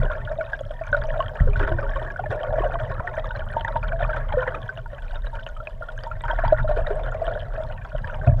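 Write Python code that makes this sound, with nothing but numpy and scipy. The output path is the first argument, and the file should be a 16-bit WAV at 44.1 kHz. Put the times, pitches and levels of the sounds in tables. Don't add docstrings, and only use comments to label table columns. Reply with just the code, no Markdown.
import sys
import numpy as np
from scipy import signal
from scipy.io import wavfile

SR = 44100
rng = np.random.default_rng(int(sys.argv[2]) if len(sys.argv) > 2 else 0)


def master(y):
    cut = np.clip(np.atleast_2d(y).T, -1, 1)
    pcm = np.round(cut * 32767)
    wavfile.write(sys.argv[1], SR, pcm.astype(np.int16))


N = 370426

POLE_HZ, POLE_WIDTH_HZ = 29.9, 16.6
# (frequency [Hz], width [Hz], level [dB])
MOUNT_MODES = [(61.3, 32, -15), (84.7, 17.1, 2.5), (123.2, 21, 4), (144.4, 80, -8.5), (213, 54, -12.5)]
# (frequency [Hz], width [Hz], level [dB])
HOUSING_MODES = [(300, 310, -21.5), (410, 37, -9), (510, 48.7, -9), (626, 58.3, -1.5), (931.4, 53.4, -7.5),
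                 (1090, 46, -8), (1440, 248, -10.5), (1792, 293, -13.5), (2430, 160, -25),
                 (3050, 540, -26.5), (3810, 1020, -37), (4100, 240, -57.5), (6640, 5000, -48.5),
                 (9050, 3000, -79.5), (12000, 3000, -77.5)]
# (time [s], level [dB], starting pitch [Hz], 60 dB decay time [ms])
CLEAR_BUBBLES = [(0.03, -22.5, 525, 23), (0.1, -24, 1490, 17), (0.108, -25, 1090, 16),
                 (0.046, -30.5, 410, 42), (0.116, -27, 1390, 120), (0.275, -27.5, 1445, 46),
                 (0.312, -18.5, 627, 69), (0.386, -18.5, 643, 100), (0.404, -19.5, 623, 90),
                 (0.409, -35, 2240, 33), (0.411, -22, 1454, 35), (0.533, -16.5, 1603, 50),
                 (0.592, -40, 3350, 28), (0.609, -21.5, 592, 16), (0.707, -23, 610, 21),
                 (0.812, -20.5, 649, 65), (0.837, -35.5, 2340, 14), (0.926, -44, 3760, 20),
                 (0.929, -18, 582, 194), (0.929, -10, 1501, 37), (0.944, -19.5, 628, 28),
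                 (0.946, -11, 1435, 27), (0.967, -40, 3820, 15), (0.967, -24, 638, 150),
                 (1.016, -38, 3420, 13), (1.019, -28, 1460, 18), (1.038, -42, 4630, 8.9),
                 (1.104, -25, 1760, 8.1), (1.138, -26, 620, 29), (1.14, -25.5, 1390, 21),
                 (1.159, -22, 660, 36), (1.193, -16.5, 656, 57), (1.204, -15.5, 1082, 60),
                 (1.204, -28.5, 2950, 20), (1.226, -36, 2880, 14), (1.282, -33, 3170, 19),
                 (1.401, -26, 1875, 23), (1.472, -21.5, 514, 50), (1.483, -28, 410, 180),
                 (1.533, -33.5, 2420, 33), (1.558, -20.5, 1486, 44), (1.609, -27, 366, 140),
                 (1.627, -30.5, 300, 46), (1.629, -19.5, 1447, 48), (1.678, -29, 1330, 26),
                 (1.713, -29, 339.6, 290), (1.717, -17.5, 634, 44), (1.786, -20.5, 1520, 32),
                 (1.789, -22, 570, 48), (1.828, -24.5, 1190, 23), (1.833, -26, 549, 170),
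                 (1.956, -27.5, 544, 230), (1.962, -23, 1090, 57), (2.102, -26, 1654, 62),
                 (2.161, -23.5, 1490, 23), (2.192, -25, 1440, 44), (2.194, -19, 733, 25),
                 (2.238, -22, 820, 19), (2.259, -27, 1730, 39), (2.303, -32, 432, 230),
                 (2.324, -27, 1460, 60), (2.432, -32.5, 3120, 15), (2.434, -19, 653, 100),
                 (2.467, -27, 637, 86), (2.528, -21.5, 636, 120), (2.563, -18.5, 596, 53),
                 (2.577, -35.5, 1710, 58), (2.583, -13.5, 614, 7.3), (2.604, -21.5, 404, 7),
                 (2.618, -24, 1083, 81), (2.637, -17, 702, 77), (2.643, -38.5, 2890, 30),
                 (2.657, -16.5, 548, 51), (2.72, -23.5, 1430, 16), (2.74, -21, 677, 130),
                 (2.755, -20.5, 1085, 12), (2.905, -26, 644, 13), (2.913, -27.5, 1090, 79),
                 (2.997, -23, 1360, 9.4), (3.001, -24.5, 977, 30), (3.042, -27.5, 709, 180),
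                 (3.07, -30.5, 1457, 130), (3.075, -19, 1830, 21), (3.177, -18.5, 606, 48),
                 (3.184, -26, 1850, 10), (3.243, -25.5, 1185, 17), (3.307, -24, 1475, 49),
                 (3.362, -40.5, 4050, 24), (3.394, -36.5, 3050, 11), (3.565, -17, 623, 9.6),
                 (3.567, -17.5, 910, 127), (3.609, -30.5, 3050, 15), (3.648, -23, 918, 62),
                 (3.648, -17, 1814, 11), (3.679, -20, 1570, 12), (3.681, -38, 3650, 14),
                 (3.682, -24, 907, 69), (3.756, -19.5, 635, 24), (3.758, -30, 1510, 21),
                 (3.762, -15, 920, 59), (3.829, -31, 2400, 16), (3.83, -31, 1420, 22),
                 (3.921, -21, 1550, 12), (3.929, -21, 663, 180), (4.004, -21.5, 700, 84),
                 (4.019, -39, 3530, 16), (4.025, -16.5, 600, 39), (4.026, -23, 1750, 26),
                 (4.041, -30, 2430, 16), (4.047, -25, 1193, 29), (4.091, -21, 634, 59),
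                 (4.1, -22.5, 1350, 36), (4.131, -22.5, 1554, 94), (4.322, -21, 847, 41),
                 (4.325, -36, 3230, 14), (4.338, -19.5, 595, 120), (4.372, -12.5, 510, 150),
                 (4.381, -29, 1450, 44), (4.418, -30, 1570, 15), (4.419, -25.5, 1020, 71),
                 (4.466, -25, 956, 18), (4.476, -20.5, 515, 73), (4.476, -19.5, 1840, 5.3),
                 (4.544, -24, 1245, 41), (4.549, -30, 2450, 17), (4.691, -20, 1535, 51),
                 (4.774, -33, 2890, 11), (4.775, -28, 649, 69), (4.859, -33.5, 927, 53),
                 (4.93, -31, 568, 92), (5.021, -40, 1490, 61), (5.108, -35, 1530, 35), (5.13, -33, 700, 30),
                 (5.157, -38.5, 3670, 37), (5.269, -40, 3850, 23), (5.267, -35, 1626, 54),
                 (5.33, -31.5, 917, 180), (5.352, -35, 1540, 40), (5.39, -34, 1530, 71),
                 (5.465, -27.5, 2830, 3.4), (5.465, -31, 633, 37), (5.489, -35, 1445, 70),
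                 (5.565, -34.5, 1280, 50), (5.602, -28.5, 1356, 48), (5.672, -24.5, 2494, 17),
                 (5.81, -27, 620, 31), (5.823, -25.5, 1400, 65), (5.888, -26.5, 1430, 46),
                 (5.886, -42, 3350, 25), (5.978, -30, 1605, 28), (5.989, -37, 3060, 20),
                 (6.039, -47, 3120, 5.7), (6.036, -41.5, 4600, 20), (6.067, -26, 922, 103),
                 (6.114, -23, 1370, 37), (6.208, -40, 3630, 10), (6.238, -36.5, 3130, 16),
                 (6.238, -23.5, 932, 120), (6.241, -35, 1420, 55), (6.253, -26, 1330, 16),
                 (6.282, -23, 1440, 19), (6.299, -22, 614, 68), (6.299, -19.5, 1523, 66),
                 (6.306, -19.5, 934, 100), (6.312, -30, 3210, 26), (6.332, -19, 677, 6.7),
                 (6.388, -22, 1650, 12), (6.389, -16.5, 656, 22), (6.438, -13, 660, 17),
                 (6.448, -17.5, 930, 46), (6.479, -40.5, 4700, 13), (6.479, -20, 903, 70),
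                 (6.524, -4, 621, 54), (6.584, -24.5, 1880, 13), (6.597, -24, 1412, 57),
                 (6.644, -20.5, 620, 120), (6.677, -27.5, 1365, 60), (6.691, -16, 601, 190),
                 (6.712, -18, 687, 26), (6.77, -19.5, 472, 11), (6.786, -16.5, 641, 89),
                 (6.864, -28.5, 1880, 40), (6.87, -34, 3780, 10), (6.872, -20, 622, 59),
                 (6.906, -21, 412, 98), (7.035, -39, 3540, 25), (7.121, -26, 1400, 46),
                 (7.218, -16.5, 656, 68), (7.267, -31, 3050, 10), (7.278, -16, 642, 50),
                 (7.279, -29, 1390, 19), (7.31, -29.5, 1450, 30), (7.312, -18.5, 617, 47),
                 (7.352, -27, 1490, 20), (7.578, -21, 634, 200), (7.604, -24.5, 605, 55),
                 (7.723, -39, 2900, 16), (7.949, -20, 608, 22), (8.044, -24.5, 1650, 27),
                 (8.272, -19, 687, 95), (8.275, -33, 2510, 14), (8.29, -25, 590, 45)]


def from_db(db):
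    return 10 ** (np.asarray(db) / 20)


def rms_one(x):
    return x / np.sqrt(np.mean(x ** 2) + 1e-20)


def in_time(rows):
    times, *columns = np.transpose(rows)
    return [np.interp(np.arange(N) / SR, times, column) for column in columns]


def drift(rate_hz):
    r = np.exp(-80 * np.pi * rate_hz / SR)
    noise = rng.standard_normal(N // 40 + 2002)
    slow = signal.lfilter([1], [1, -2 * r, r * r], noise)[2000:]
    return np.interp(np.arange(N) / 40, np.arange(len(slow)), rms_one(slow))


def resonance(x, hz, width_hz):
    r = np.exp(-np.pi * width_hz / SR)
    feedforward = [(1 - r * r) / 2, 0, (r * r - 1) / 2]
    feedback = [1, -2 * r * np.cos(2 * np.pi * hz / SR), r * r]
    return signal.lfilter(feedforward, feedback, x + 1e-18)


def body(x, modes):
    return sum((-1) ** k * from_db(db) * resonance(x, hz, width_hz)
               for k, (hz, width_hz, db) in enumerate(modes))


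def hum():
    # (time [s], pole sway level [dB], mount rattle level [dB])
    shake = [(0.0, -17.5, -22.5), (0.07, -25, -36), (0.33, -37, -38.5), (0.77, -33, -48),
             (0.93, -34, -34.5), (1.0, -24.5, -35), (1.39, -37, -36.5), (1.45, -12, -28), (1.55, -25, -28),
             (1.61, -18.5, -33), (1.82, -33, -29), (1.89, -22, -43), (2.15, -38, -35), (2.46, -36, -39),
             (2.52, -28, -34), (3.0, -34, -37), (3.58, -31.5, -34), (3.72, -33.5, -38.5), (3.9, -28, -33),
             (4.26, -26.5, -40), (4.36, -28, -36), (4.6, -36.5, -36.5), (4.89, -37, -42.5),
             (5.12, -28.5, -47), (5.92, -36.5, -46), (6.64, -21.5, -34), (6.87, -25.5, -37),
             (7.42, -33, -38.5), (8.26, -30, -34), (8.4, -19, -26.5)]
    sway_db, rattle_db = in_time(shake)
    eddies = rng.standard_normal((2, N + SR))
    swing_hz = POLE_HZ * (1 + 0.15 * drift(5.56))
    swing = np.sqrt(2) * np.sin(2 * np.pi * np.cumsum(swing_hz) / SR)
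    buffet = resonance(eddies[0], POLE_HZ, POLE_WIDTH_HZ)
    buffet = resonance(buffet, POLE_HZ, 42.0)[SR:]
    sway = from_db(sway_db) * (swing + 0.75 * rms_one(buffet))
    dull = signal.butter(2, 260.0, fs=SR, output="sos")
    rattle = signal.sosfilt(dull, body(eddies[1], MOUNT_MODES))[SR:]
    return sway + from_db(rattle_db + 2.9 * drift(9.6)) * rms_one(rattle)


def stream_levels():
    # (time [s], large bubble level [dB], glug level [dB], middle bubble level [dB])
    stream_curve = [(0.0, -35.5, -49, -34.5), (0.68, -43.5, -61, -50), (0.84, -47.5, -70, -42),
                    (1.05, -35, -63, -41), (1.42, -37.5, -61, -42), (1.64, -39.5, -43.5, -36.5),
                    (1.94, -37.5, -45.5, -38), (2.22, -38, -49, -43.5), (2.55, -28.5, -47.5, -37.5),
                    (2.78, -36, -49, -39.5), (3.02, -35.5, -53.5, -38.5), (3.72, -39, -55, -38.5),
                    (3.95, -34.5, -63.5, -39), (4.19, -38, -52.5, -39), (4.42, -39.5, -56, -34),
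                    (4.56, -39, -48.5, -41), (4.91, -46.5, -60, -46.5), (6.01, -43.5, -75, -51.5),
                    (6.25, -41.5, -60, -38.5), (6.46, -45.5, -55, -34.5), (6.83, -34, -55, -42.5),
                    (7.16, -34, -53.5, -42), (7.44, -33.5, -55.5, -42), (7.98, -46, -62.5, -42.5),
                    (8.24, -35, -48.5, -38.5), (8.4, -36.5, -68, -44.5)]
    large_db, glug_db, middle_db = in_time(stream_curve)
    mean_db = middle_db.mean()
    swing_db = middle_db - mean_db
    small_db = mean_db - 15 + 0.34 * swing_db
    tiny_db = mean_db - 33.5 + 0.2 * swing_db
    return [glug_db, large_db, middle_db, small_db, tiny_db]


def break_ups():
    per_s, decay_ms, boost = 16.0, 6.0, 4.0
    clear_strength = 0.74
    breaks = (rng.random(N) < per_s / SR) * rng.exponential(1, N)
    breaks[(np.array(CLEAR_BUBBLES)[:, 0] * SR).astype(int)] += clear_strength
    fade = np.exp(-1000 / (decay_ms * SR))
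    return signal.lfilter([boost], [1, -fade], breaks + 1e-18)


def stream():
    # (low edge [Hz], high edge [Hz], birth rate before clumping [1/s],
    # ring length before random damping [cycles], size spread [dB], turbulence relative to rings [dB])
    bubble_sizes = [(206, 450, 35, 18, 0.5, -19), (448, 774, 115, 21.7, 3.5, -7),
                    (820, 2303, 170, 28.2, 3, -9), (2387, 5400, 200, 27, 7, -9.5),
                    (4720, 10500, 190, 30, 5, -5)]
    turbulence_burst = 0.2
    out, clumps, bursts = np.zeros(N), drift(8.2), break_ups()
    for level_db, row in zip(stream_levels(), bubble_sizes):
        low_hz, high_hz, per_s, cycles, spread_db, plain_db = row
        strength = from_db(spread_db * np.minimum(rng.exponential(1, N), 3))
        strength = strength * rng.choice([-1, 1], N)
        density_db = 3.0 * clumps + .4 * (level_db - level_db.mean())
        born = rng.random(N) < per_s * (.6 + bursts) * from_db(density_db) / SR
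        births = strength * born
        dealt = rng.integers(0, 14, N)
        pitches = np.geomspace(low_hz, high_hz, num=14)
        damping = from_db(3.7 * rng.uniform(-1.76, 1, 14))
        rings = np.zeros(N)
        for k, hz in enumerate(pitches):
            ring = resonance(births * (dealt == k), hz, 1.07 * hz / cycles * damping[k])
            rings += resonance(ring, hz, 1.7 * hz)
        band = signal.butter(2, [low_hz, high_hz], "band", fs=SR, output="sos")
        plain = signal.sosfilt(band, rng.standard_normal(N))
        plain *= from_db(2.0 * clumps + 2.0 * drift(24.0)) * (1 + turbulence_burst * bursts)
        housed_rings = rms_one(body(rings, HOUSING_MODES))
        housed_plain = rms_one(body(plain, HOUSING_MODES))
        out += from_db(level_db) * (housed_rings + from_db(plain_db) * housed_plain)
    return out


def electronics():
    # (frequency [Hz], wander [Hz], mean level [dB])
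    whine_rows = [(11294, 30, -94), (13620, 7, -90)]
    hiss = signal.lfilter([1], [1, -.7], rng.standard_normal(N))
    out = from_db(-72) * rms_one(hiss)
    for hz, wander_hz, db in whine_rows:
        level = np.sqrt(2) * from_db(db + 4.5 * drift(30.0))
        pitch_hz = hz + wander_hz * drift(20.0)
        out += level * np.sin(2 * np.pi * np.cumsum(pitch_hz) / SR)
    return out


def clear_bubbles(glide=0.005):
    swell_scale_ms, swell_per_octave = 5.41, 0.608
    thud_hz, thud_width_hz, thud_db = 300, 230, 21.5
    out, cracks, thuds = np.zeros(N + SR), np.zeros(N), np.zeros(N)
    signs = rng.choice([-1, 1], len(CLEAR_BUBBLES))
    for (s, db, hz, t60_ms), sign in zip(CLEAR_BUBBLES, signs):
        octaves = np.log2(hz / 630)
        swell_ms = swell_scale_ms * swell_per_octave ** octaves
        swell, t60 = max(swell_ms, .2) / 1000, max(t60_ms, 4.0) / 1000
        t = np.arange(int((1.4 * swell + t60) * SR)) / SR
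        rise = np.sin(np.pi / 2 * np.minimum(t / (0.89 * swell), 1)) ** 2
        decay = from_db(-60 * np.maximum(t - 1.26 * swell, 0) / t60)
        tone = np.sin(2 * np.pi * hz * t * (1 + glide * t / t60))
        at = max(round((s - 0.3705 * swell) * SR), 0)
        out[at:at + len(t)] += sign * from_db(db) * rise * decay * tone
        cracks[at] += sign * from_db(0.77 * db + 11.0 - 3.9 * swell_ms + 13.5 * octaves)
        thuds[at] += sign * from_db(db + thud_db - 13.0 * abs(np.log2(hz / 520)))
    thud = resonance(thuds, thud_hz, thud_width_hz)
    thud = resonance(thud, thud_hz, 2 * thud_width_hz)
    soften = signal.butter(4, 5000.0, fs=SR, output="sos")
    crack = body(signal.sosfilt(soften, cracks), HOUSING_MODES)
    return out[:N] + thud + crack


def ticks():
    # (time [s], peak level [dB], centre frequency [Hz])
    tick_rows = [(0.6085, -47, 6700), (0.867, -48, 6200), (0.9179, -50.5, 6190), (1.071, -46.5, 5850),
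                 (3.153, -51, 6130), (3.4581, -58, 7600), (3.5165, -49, 9540), (3.647, -47.5, 6360),
                 (5.489, -47.5, 6460), (5.9767, -46, 6300), (6.0362, -40, 5000), (6.0743, -51, 7260),
                 (6.2188, -46, 8100), (6.2527, -55, 6870), (6.9565, -47, 8400), (7.1168, -50, 6950),
                 (7.244, -50, 8100)]
    out = np.zeros(N)
    for s, db, hz in tick_rows:
        click = np.zeros(400)
        click[0] = 1
        ring = resonance(click, hz, 0.035 * hz)
        ring = resonance(ring, hz, .5 * hz)
        at = round(s * SR)
        out[at:at + 400] += from_db(db) * ring / np.abs(ring).max()
    return out


def knocks():
    # (time [s], blow level [dB], pole share relative to blow [dB], blow length [ms])
    knock_rows = [(0.922, -43, 0, 2.3), (1.406, -8, -11.5, 5.9), (1.563, -16, -23, 5.3),
                  (2.292, -21, -35, 1.2), (2.894, -20.5, -19, 5.7), (2.994, -33, -2, 4.4),
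                  (3.751, -23, -25, 2.2), (4.021, -26, -22, 2.6), (4.337, -19, -18, 5.1),
                  (6.453, -16, -32.5, 2.5), (7.937, -23.5, -17, 5.7), (8.268, -5.5, -44, 2.6),
                  (8.284, -7.5, -28, 1.16), (8.316, -12.5, -24, 4.0)]
    mount, pole = np.zeros(N), np.zeros(N)
    for s, db, sway_db, length_ms in knock_rows:
        start = round(s * SR)
        blow = np.hanning(max(int(length_ms * SR / 1000), 8))[:N - start]
        blow = blow / blow.sum()
        at = slice(start, start + len(blow))
        mount[at] -= from_db(db) * blow
        pole[at] -= from_db(db + sway_db) * blow
    mount_ring = from_db(48.5) * body(mount, MOUNT_MODES)
    return mount_ring + from_db(66) * resonance(pole, POLE_HZ, 34.0)


def scene():
    mix = hum() + stream() + electronics() + clear_bubbles() + ticks() + knocks()
    return mix[None]


def record(dry):
    dry = dry * np.minimum(np.arange(N) / (.003 * SR), 1)
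    bass_cut = signal.butter(2, 18.0, "high", fs=SR, output="sos")
    top_cut = signal.cheby2(24, 60, 15300, fs=SR, output="sos")
    return signal.sosfilt(top_cut, signal.sosfilt(bass_cut, dry))


dry = scene()
out = record(dry)
master(out)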